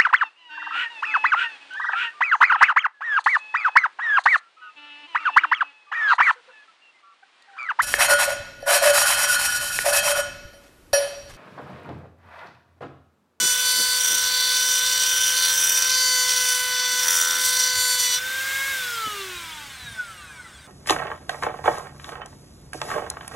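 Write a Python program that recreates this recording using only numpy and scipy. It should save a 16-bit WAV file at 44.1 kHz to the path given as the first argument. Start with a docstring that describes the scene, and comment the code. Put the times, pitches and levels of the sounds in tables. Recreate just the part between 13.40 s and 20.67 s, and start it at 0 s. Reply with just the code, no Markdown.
"""A rotary tool's wheel buzzes, rasps and chatters on the edge of a steel blade, outdoors, and the blade rings.
It touches once a turn: shaft orders buzz while it rides evenly, noise in the blade's modes rasps while it skips.
The hand eases it to and fro; place and pressure set how hard each family of modes is driven.
Lifted off, the motor speeds up, is switched off and coasts down, its orders sliding through resonances.
Air, brush and bearing hiss, dull bumps, soft thuds and a low outdoor rumble lie beneath."""
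import sys
import numpy as np
from scipy import signal
from scipy.fft import rfft, irfft, next_fast_len
from scipy.io import wavfile
from scipy.ndimage import uniform_filter1d

SR = 44100
rng = np.random.default_rng(int(sys.argv[2]) if len(sys.argv) > 2 else 0)


def generate_wav(signal):
    """Clip the signal to [-1, 1] and save it as 16-bit WAV at the path in sys.argv[1]."""
    frames = np.transpose(np.atleast_2d(signal))
    scaled = np.clip(frames, -1, 1) * 32767
    pcm = np.round(scaled).astype(np.int16)
    wavfile.write(sys.argv[1], SR, pcm)


N = 320607
TIME = np.arange(N) / SR
LIFT_S, CUTOFF_HZ = 4.78, 15800


def from_db(db):
    """Decibels to gain."""
    return 10 ** (np.asarray(db) / 20)


def rms_one(x):
    """Scale to unit power."""
    return x / np.sqrt(np.mean(x ** 2) + 1e-20)


def levelled(x, size=1300):
    """Hold the power at one over size samples, leaving the fine grain."""
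    power = np.abs(uniform_filter1d(x * x, size))
    return x / np.sqrt(power + 1e-12)


def in_time(rows):
    """Interpolate each column of a time curve at every sample."""
    s, *columns = np.transpose(rows)
    return [np.interp(TIME, s, column) for column in columns]


def at_hz(points, hz):
    """Read a spectrum on a log-frequency axis."""
    f, db = np.transpose(points)
    return np.interp(np.log(hz), np.log(f), db)


def drift(rate_hz):
    """Smooth chance with spread 1, renewed rate_hz times a second."""
    knots = rng.standard_normal(8000)
    return np.interp(TIME * rate_hz, np.arange(len(knots)), knots) / np.sqrt(2 / 3)


def bells(rows):
    """A bell-shaped rise or dip for each (s, height, length s)."""
    return sum(height * np.exp(-((TIME - s) / length) ** 2 / 2) for s, height, length in rows)


def swells(rows):
    """A bell-shaped swell for each (s, dB, length s)."""
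    return bells([(s, from_db(db), length) for s, db, length in rows])


def bouts(rows, edge_s, least):
    """Rise, hold and fall for each (start s, end s, share), never below the least share."""
    held = 0
    for start, end, share in rows:
        inside_s = np.minimum(TIME - start, end - TIME)
        held = held + share * np.clip(inside_s / edge_s + .5, 0, 1)
    return np.clip(np.maximum(held, least), 0, 1)


def band(x, low_hz, high_hz, order=2):
    """Butterworth band-pass."""
    edges_hz = [low_hz, min(high_hz, .45 * SR)]
    return signal.sosfilt(signal.butter(order, edges_hz, "band", fs=SR, output="sos"), x)


def resonance(x, hz, width_hz):
    """Two-pole resonance with gain 1 on top."""
    r = np.exp(-np.pi * width_hz / SR)
    zeros = np.array([1, 0, -1]) * (1 - r * r) / 2
    poles = [1, -2 * r * np.cos(2 * np.pi * hz / SR), r * r]
    return signal.lfilter(zeros, poles, x + 1e-18)


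def noise(spectrum):
    """Coloured noise of unit power, rolling off beyond the ends of its spectrum."""
    size = next_fast_len(N)
    hz = np.maximum(np.fft.rfftfreq(size, 1 / SR), 1)
    ends = np.minimum(hz / spectrum[0][0], 1) * np.minimum(spectrum[-1][0] / hz, 1)
    white = rfft(rng.standard_normal(size))
    return rms_one(irfft(white * from_db(at_hz(spectrum, hz)) * ends ** 2, size)[:N])


def tone(turns, order):
    """One shaft order: a unit-power sine at a multiple of the turning rate."""
    cycles = order * turns + rng.random()
    phase = (cycles - np.floor(cycles)).astype(np.float32)
    return np.sqrt(2) * np.sin(2 * np.pi * phase)


def grinding(turns, surge, even, place, pressure_db):
    """Grit strikes the blade once a turn: alike on every turn it buzzes, unalike it rasps in the modes."""
    # Blade and wheel modes. Each row: frequency in Hz, width in Hz, level in dB.
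    blade = [(2450, 185, -8.5), (2966, 19, -5.5), (3245, 120, -8), (3582, 67, -4.5), (4095, 140, -17),
             (4450, 130, -11.5), (4640, 46, -22), (5266, 33, -3), (5820, 104, 3.5), (6350, 120, -14),
             (7085, 64, -9.5), (7530, 310, -14), (8080, 160, -8.5), (8450, 60, -4.5), (9225, 150, -9.5),
             (10070, 140, -15.5), (10840, 92, -6), (12060, 110, -8.5), (12930, 270, -20), (14000, 120, -21),
             (15600, 110, -15)]
    # Evenly riding wheel. Each row: shaft order, level in dB.
    buzz_orders = [(6, 5.5), (7, 0), (8, -2.5), (9, 1.5), (10, -7), (11, -12), (12, 2), (13, -16),
                   (14, -2.5), (15, -6.5), (16, -8), (17, -2), (18, -8), (19, -5), (20, -27), (21, -9),
                   (22, -39), (23, -6.5), (24, -11), (25, -30), (26, -18), (27, -43), (28, -18), (29, -25),
                   (30, -14)]
    # Families of modes. Each row: level in dB, change from end to end of the stroke in dB,
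    # dB per dB of pressure, dB gained when riding evenly,
    # looseness (high keeps step with the wheel less readily).
    families = [(-29.5, -3.5, 0.45, -3, 0.41), (-40.5, 15.5, 0.6, 0, 0.32), (-22.5, -5.5, 1.9, -2, 1.25),
                (-27, -1.6, 1.2, 2, 0.88)]
    # Rasp near 3 kHz. Each row: time in seconds, level in dB.
    middle_level = [(0, 2.5), (.3, 2), (.55, -1.5), (1.0, 1.5), (1.9, 3), (2.4, -1), (3.1, 1), (3.9, -2.5),
                    (4.5, -3), (4.73, 3)]
    # Treble spray. Each row: time in seconds, level in dB.
    treble_level = [(0, 0.5), (.5, 1.5), (.88, -1.5), (1.3, -1.5), (2.0, -.5), (2.3, 1.5), (2.54, -4.5),
                    (2.75, -2.5), (3.2, .5), (3.4, -7.5), (3.75, 2.5), (3.95, -1.5), (4.06, 4), (4.3, -4.5),
                    (4.42, 3.5), (4.62, 0), (4.78, -5.5)]
    grain_db, skip_db, turn_depth = 2.0, -2.0, 0.48
    wander_db, scrape_db = 2.5, -25
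    sway_db, flutter_db, judder_db = 2.6, 1.23, 0.66
    zones_hz = [(2550, 3850), (3850, 4900), (4900, 6700), (6700, 16000)]

    grit_db = grain_db * rng.standard_normal(N) + skip_db * drift(220)
    grit = rng.standard_normal(N) * from_db(grit_db)
    grit = grit * surge * (1 + turn_depth * np.cos(2 * np.pi * turns))
    rasp = from_db(scrape_db) * grit
    # each mode swells and fades by chance
    for hz, width_hz, db in blade:
        rasp = rasp + from_db(db + wander_db * drift(5.12)) * resonance(grit, hz, width_hz)

    # the moment of touch wavers a little
    touch = turns + .003 * drift(150)
    buzz = 0
    for order, db in buzz_orders:
        order_db = db + sway_db * drift(4) + flutter_db * drift(55)
        buzz = buzz + from_db(order_db) * tone(touch, round(order))

    trends_db = (*in_time(middle_level), 0, 0, *in_time(treble_level))
    out = 0
    for (low, high), family, trend_db in zip(zones_hz, families, trends_db):
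        db, place_db, per_pressure, riding_db, looseness = family
        level_db = db + trend_db + place_db * place + per_pressure * pressure_db + riding_db * even
        share = np.clip(even, 1e-3, 1) ** looseness
        buzz_part = levelled(band(buzz, low, high, order=4))
        rasp_part = levelled(band(rasp, low, high, order=4), size=2000)
        mix = np.sqrt(share) * buzz_part + np.sqrt(1 - share) * rasp_part
        out = out + from_db(level_db) * mix
    return out * from_db(judder_db * drift(35)) * touching()


def touching(release_s=0.045):
    """One while the wheel is on the steel, zero once it is lifted."""
    return np.clip((LIFT_S - TIME) / release_s + .5, 0, 1)


def hand():
    """Place and pressure ease from one end of a stroke to the next; bites and slips jolt the pressure."""
    # Stroke ends. Each row: time in seconds, place along the edge 0-1, pressure in dB.
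    strokes = [(0.11, 0.46, 1.4), (0.15, 0.3, -0.5), (0.29, 0.9, 0.75), (0.54, 0.94, 0), (0.64, 0.26, 0.8),
               (1.01, 1.0, 0.4), (1.36, 0.45, 1.8), (1.51, 0.76, 1.3), (1.82, 0.19, 0.5), (2.04, 0.82, 1.7),
               (2.22, 0.0, 0.5), (2.64, 0.91, 2.3), (2.97, 0.62, 1.2), (3.08, 0.4, -4), (3.52, 0.59, 0),
               (3.78, 0.16, 0.8), (3.9, 0.4, -0.3), (4.1, 0.72, -3.5), (4.51, 0.88, -0.2),
               (4.59, 0.67, 1.9)]
    # Bites (+) and slips (-). Each row: time in seconds, pressure in dB, length in seconds.
    jolts = [(0.23, -1, 0.025), (0.91, -0.3, 0.014), (1.42, -2, 0.034), (1.94, -1.5, 0.024),
             (3.1, 5, 0.055), (4.06, 4, 0.035), (4.21, 6, 0.064), (4.34, -1, 0.015), (4.57, -5, 0.015),
             (4.69, -2.5, 0.0092)]
    s, place, pressure_db = np.transpose(strokes)
    steps = np.arange(len(s))
    progress = np.interp(TIME, s, steps)
    eased = progress - np.sin(2 * np.pi * progress) / (2 * np.pi)
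    return np.interp(eased, steps, place), np.interp(eased, steps, pressure_db) + bells(jolts)


def chatter_depth():
    """How deeply the wheel hops on the edge, in bouts, until it is lifted."""
    # Each row: start in seconds, end in seconds, depth 0-1.
    chatters = [(.62, .95, 0.24), (1.52, 2.03, .28), (2.03, 2.47, 0.46), (2.86, 3.02, .24),
                (3.63, 4.0, 0.72), (4.0, 4.3, 0.22)]
    return bouts(chatters, edge_s=.07, least=0.077) * touching()


def even_riding(depth):
    """Share of even riding as the wheel settles; hopping upsets it."""
    # Each row: start in seconds, end in seconds, share of even riding 0-1 before hopping upsets it.
    rides = [(-.1, .14, 0.62), (.2, .58, 0.6), (.85, 1.42, 0.29), (1.92, 1.98, 0.35), (2.54, 2.85, 0.82),
             (3.0, 3.15, 0.36), (3.15, 3.6, 0.55), (4.22, 4.36, 0.42), (4.36, 4.77, 0.64)]
    upset_per_depth = 1.11
    return bouts(rides, edge_s=.06, least=.12) * np.clip(1 - upset_per_depth * depth, 0, 1)


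def chatter(turns, depth, decay=0.75, swing=0.3):
    """The wheel hops about every sixth turn; each landing is a surge that dies away."""
    hop = (turns / 6 + .06 * drift(4)) % 1
    surge = uniform_filter1d(np.exp(-decay * hop), size=12)
    return np.maximum(1 + swing * depth * (surge - surge.mean()) / surge.std(), 0)


def shaft_speed():
    """Held back by the steel, then running up freely, then coasting against friction and air drag."""
    # Speed on the steel. Each row: time in seconds, speed in turns per second.
    loaded_speed = [(0, 497), (.25, 503), (1.25, 504.2), (1.7, 508.3), (2.45, 513.4), (2.8, 504.8),
                    (3.55, 500.8), (3.87, 506.5), (4.27, 506.5), (4.62, 500.8), (4.73, 494.7)]
    top_turns_per_s, run_up_s, switch_off_s = 556, .345, 5.3
    # friction in turns per s, per s; air drag equals it at drag_turns_per_s
    friction, drag_turns_per_s = 175.2, 554.2
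    loaded, = in_time(loaded_speed)
    free_from_s = loaded_speed[-1][0]
    free_s = np.clip(TIME, free_from_s, switch_off_s) - free_from_s
    driven = top_turns_per_s + (loaded - top_turns_per_s) * np.exp(-free_s / run_up_s)
    coast_s = np.maximum(TIME - switch_off_s, 0)
    angle = np.arctan(driven / drag_turns_per_s) - friction * coast_s / drag_turns_per_s
    return drag_turns_per_s * np.tan(angle)


def whine(speed, turns, surge, place, depth):
    """Unbalance hums on order 1, contact adds to 2 and 4; orders 2-4 shake with every hop of the wheel."""
    # Radiation of the four lowest shaft orders. Each row: frequency in Hz, level in dB.
    first_order = [(200, -78), (285, -65), (335, -57), (365, -43), (392, -38), (420, -49), (460, -48.5),
                   (545, -50)]
    second_order = [(400, -69), (700, -72), (880, -48.5), (1000, -67), (1090, -45)]
    third_order = [(500, -68), (800, -59), (910, -46), (1100, -48.5), (1200, -39.5), (1310, -29),
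                   (1410, -32.5), (1510, -30.5), (1630, -29)]
    fourth_order = [(600, -71), (1100, -55), (1380, -45.5), (1750, -46), (2050, -74), (2120, -40),
                    (2175, -32)]
    # Hum, also steering the contact part of orders 2 and 4. Each row: time in seconds, level in dB.
    hum_level = [(0, 0.5), (2.4, 0.5), (2.8, 4), (4.4, 2.5), (4.9, -1.5)]
    # Brief dip of the third order. Each row: time in seconds, change in dB, length in seconds.
    dropout = [(4.67, -13.5, 0.056)]
    # Tool body, knocked by landings. Each row: frequency in Hz, width in Hz, relative level in dB.
    body_modes = [(340, 50, -21), (930, 30, -6), (1400, 130, 0), (1820, 150, 0)]
    second_db, second_place_db = -46.5, 6.0
    fourth_db, fourth_place_db, fourth_hum = -47, 5.0, 2.26
    handover, hop_loss_db, waver_db = 0.67, -1.5, 0.98
    drag, knock_db = 0.92, -45

    first = from_db(at_hz(first_order, speed))
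    second = from_db(at_hz(second_order, 2 * speed))
    third = from_db(at_hz(third_order, 3 * speed))
    fourth = from_db(at_hz(fourth_order, 4 * speed))
    hum_db, = in_time(hum_level)
    second_contact_db = second_db + second_place_db * place + hum_db
    fourth_contact_db = fourth_db + fourth_place_db * place + fourth_hum * hum_db
    second = np.hypot(second, touching() * from_db(second_contact_db))
    fourth = np.hypot(fourth, touching() * from_db(fourth_contact_db))
    # the fourth swells while the third dips
    dip_db = bells(dropout)
    third, fourth = third * from_db(dip_db), fourth * from_db(-handover * dip_db)

    # each landing holds the shaft back for a moment
    lag = signal.lfilter([1], [1, -.99], (surge - 1) * speed / SR)
    dragged = turns - drag * lag / 6
    shaken = 0
    for order, gain in ((2, second), (3, third), (4, fourth)):
        shake_db = hop_loss_db * depth + waver_db * drift(70)
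        shaken = shaken + gain * from_db(shake_db) * tone(dragged, order)

    # the exponent favours hard landings
    landing = np.maximum(np.diff(surge, prepend=1), 0) ** 1.1
    knock = 0
    for k, (hz, width_hz, db) in enumerate(body_modes):
        knock = knock + (-1) ** k * from_db(db) * resonance(landing, hz, width_hz)
    hum = first * from_db(hum_db) * tone(turns, order=1)
    return hum + shaken * surge + from_db(knock_db) * rms_one(knock)


def siren(speed, turns, flutter_db=3.5):
    """Fan blades (order 7) and commutator (order 16) each sing one clear, fluttering tone."""
    # Radiation of each tone as its pitch moves. Each row: frequency in Hz, level in dB.
    fan_tone = [(800, -70), (1000, -57), (1750, -57), (2500, -48), (2950, -40.5), (3450, -40),
                (3850, -45.5)]
    commutator_tone = [(1400, -74), (2150, -50.5), (2700, -57), (3400, -53), (4000, -47.5), (4500, -57),
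                       (6000, -57), (7300, -51), (8700, -59)]
    out = 0
    for order, response in ((7, fan_tone), (16, commutator_tone)):
        level_db = at_hz(response, order * speed) + flutter_db * drift(60)
        out = out + from_db(level_db) * tone(turns, order)
    return out


def motor(speed, turns, flutter_db=5.0):
    """With the wheel lifted, high shaft orders are heard, each swelling as it crosses a housing resonance."""
    # Orders that stand out of the rest. Each row: shaft order, gain in dB.
    strong_orders = [(5, 0), (6, 1), (8, 5), (9, 8), (10, 7), (11, 9), (12, 3), (13, 5), (14, 2), (17, 3),
                     (19, 3), (21, 3), (24, 11), (26, 4), (32, 10), (40, 13), (48, 13), (56, 14), (64, 15),
                     (72, 14), (80, 11)]
    # Housing radiation. Each row: frequency in Hz, level in dB.
    housing = [(500, -28), (1000, -12), (1380, -5), (1510, 6), (1660, -6), (2000, -7), (2300, -2.5),
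               (2700, -8.5), (3450, 2), (4400, -5), (5200, -4), (7000, -5.5), (8400, -3.5), (10500, -7),
               (16000, -23)]
    # level at full speed; change per doubling of order and of speed
    base_db, per_order_db, per_speed_db = -40.8, -4.2, 5.2
    out, strong = np.zeros(N), dict(strong_orders)
    free = slice(int(LIFT_S * SR), None)
    coarse = slice(free.start, None, 100)
    # orders 7 and 16 belong to fan and commutator
    for order in sorted({*range(5, 60), *strong} - {7, 16}):
        hz = order * speed[coarse]
        db = strong.get(order, 0) + per_order_db * np.log2(order) + at_hz(housing, hz)
        db = db + flutter_db * rms_one(uniform_filter1d(rng.standard_normal(len(hz)), size=8))
        gain = np.interp(TIME[free], TIME[coarse], from_db(db) * (hz < CUTOFF_HZ))
        out[free] += gain * tone(turns[free], order)
    return out * from_db(base_db + per_speed_db * np.log2(speed / speed.max()))


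def flares(speed, turns, flutter_db=2.7):
    """As the shaft slows, odd orders flare up while sliding through resonances of the air passage."""
    # Air passage resonances. Each row: frequency in Hz, width in Hz, level in dB.
    passage = [(1190, 170, -53), (1353, 56, -42.5), (1477, 42, -27), (1650, 63, -37.5)]
    # Orders that blow through it. Each row: shaft order, relative level in dB.
    passage_orders = [(7, 0), (9, -21), (11, -10.5), (13, -30)]
    out = 0
    for order, order_db in passage_orders:
        order_hz = round(order) * speed
        gain = sum(from_db(db) / (1 + (2 * (order_hz - hz) / width_hz) ** 2) for hz, width_hz, db in passage)
        out = out + gain * from_db(order_db + flutter_db * drift(60)) * tone(turns, round(order))
    return out


def air(speed):
    """Fan rush and brush hiss lose their top as the shaft slows; bearing hiss and housing ring on steadily."""
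    # Rush and hiss. Each row: time in seconds, level in dB before the trim.
    air_level = [(4.7, -31.5), (4.85, -31.5), (5.06, -29), (5.35, -29.5), (5.65, -32.5), (6.0, -35.5),
                 (6.3, -40.5), (6.7, -44.5), (6.9, -50), (7.27, -51.5)]
    # Their colour at full speed. Each row: frequency in Hz, relative level in dB per Hz.
    air_colour = [(300, -30), (750, -28), (1120, -18), (1350, -18), (1530, -12), (1750, -16.5),
                  (2150, -13.5), (2500, -17), (3500, -15.5), (4400, -20.5), (8400, -20), (10500, -26),
                  (11500, -22), (16000, -24.5)]
    # Bearing hiss colour. Each row: frequency in Hz, relative level in dB per Hz.
    bearing_colour = [(6500, -23), (7700, -4), (8400, 2), (9000, -2), (10000, -8), (11500, -22)]
    dulling_db, pivot_hz = 12.0, 6000  # dB per halving of speed, above the pivot
    bearing_db, housing_db, trim_db = -57, -56, -0.74
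    level_db, = in_time(air_level)
    rush = noise(air_colour)
    body = signal.sosfilt(signal.butter(1, pivot_hz, fs=SR, output="sos"), rush)
    rush = body + (rush - body) * from_db(dulling_db * np.log2(speed / speed.max()))
    ringing = rms_one(resonance(rng.standard_normal(N), hz=1556, width_hz=47))
    hiss = from_db(bearing_db) * noise(bearing_colour)
    return from_db(level_db + trim_db) * rush + hiss + from_db(housing_db) * ringing


def yard():
    """A low outdoor rumble of coloured noise, with swells of it as dull bumps and soft, deep thuds."""
    # Outdoor background colour. Each row: frequency in Hz, relative level in dB per Hz.
    yard_colour = [(25, -29), (45, -6), (65, 0.5), (120, -2), (200, -7), (400, -16.5), (900, -13.5),
                   (2000, -18), (6000, -52)]
    # Background. Each row: time in seconds, level in dB.
    yard_level = [(0, -55), (2.8, -54.5), (3.7, -57), (6.3, -51), (7.27, -52)]
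    # Dull bumps. Each row: time in seconds, level in dB, length in seconds.
    bumps = [(0.037, -35.5, 0.017), (0.401, -37.5, 0.017), (0.727, -41, 0.018), (3.545, -48.5, 0.016),
             (5.675, -42, 0.0095)]
    # Bump colour. Each row: frequency in Hz, relative level in dB per Hz.
    bump_colour = [(50, -26), (150, 7), (280, 6.5), (500, 5), (1200, -14), (2500, -35)]
    # Deep thuds. Each row: time in seconds, level in dB, length in seconds.
    thuds = [(4.06, -49, 0.013), (4.38, -48, 0.027), (6.45, -46, 0.023), (6.52, -45.5, 0.024)]
    level_db, = in_time(yard_level)
    deep = rms_one(resonance(noise(yard_colour), hz=112, width_hz=35))
    rumble = from_db(level_db) * noise(yard_colour)
    return rumble + swells(bumps) * noise(bump_colour) + swells(thuds) * levelled(deep)


def scene():
    """One shaft drives every part of the tool; both channels hear the same."""
    speed = shaft_speed()
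    turns = np.cumsum(speed) / SR
    place, pressure_db = hand()
    depth = chatter_depth()
    even = even_riding(depth)
    surge = chatter(turns, depth)
    mono = grinding(turns, surge, even, place, pressure_db)
    mono = mono + whine(speed, turns, surge, place, depth) + siren(speed, turns)
    mono = mono + motor(speed, turns) + flares(speed, turns) + air(speed) + yard()
    return np.stack([mono, mono])


def record(dry):
    """A steep elliptic low-pass cuts the top."""
    return signal.sosfilt(signal.ellip(12, .1, 80, CUTOFF_HZ, fs=SR, output="sos"), dry)


dry = scene()
out = record(dry)
generate_wav(out)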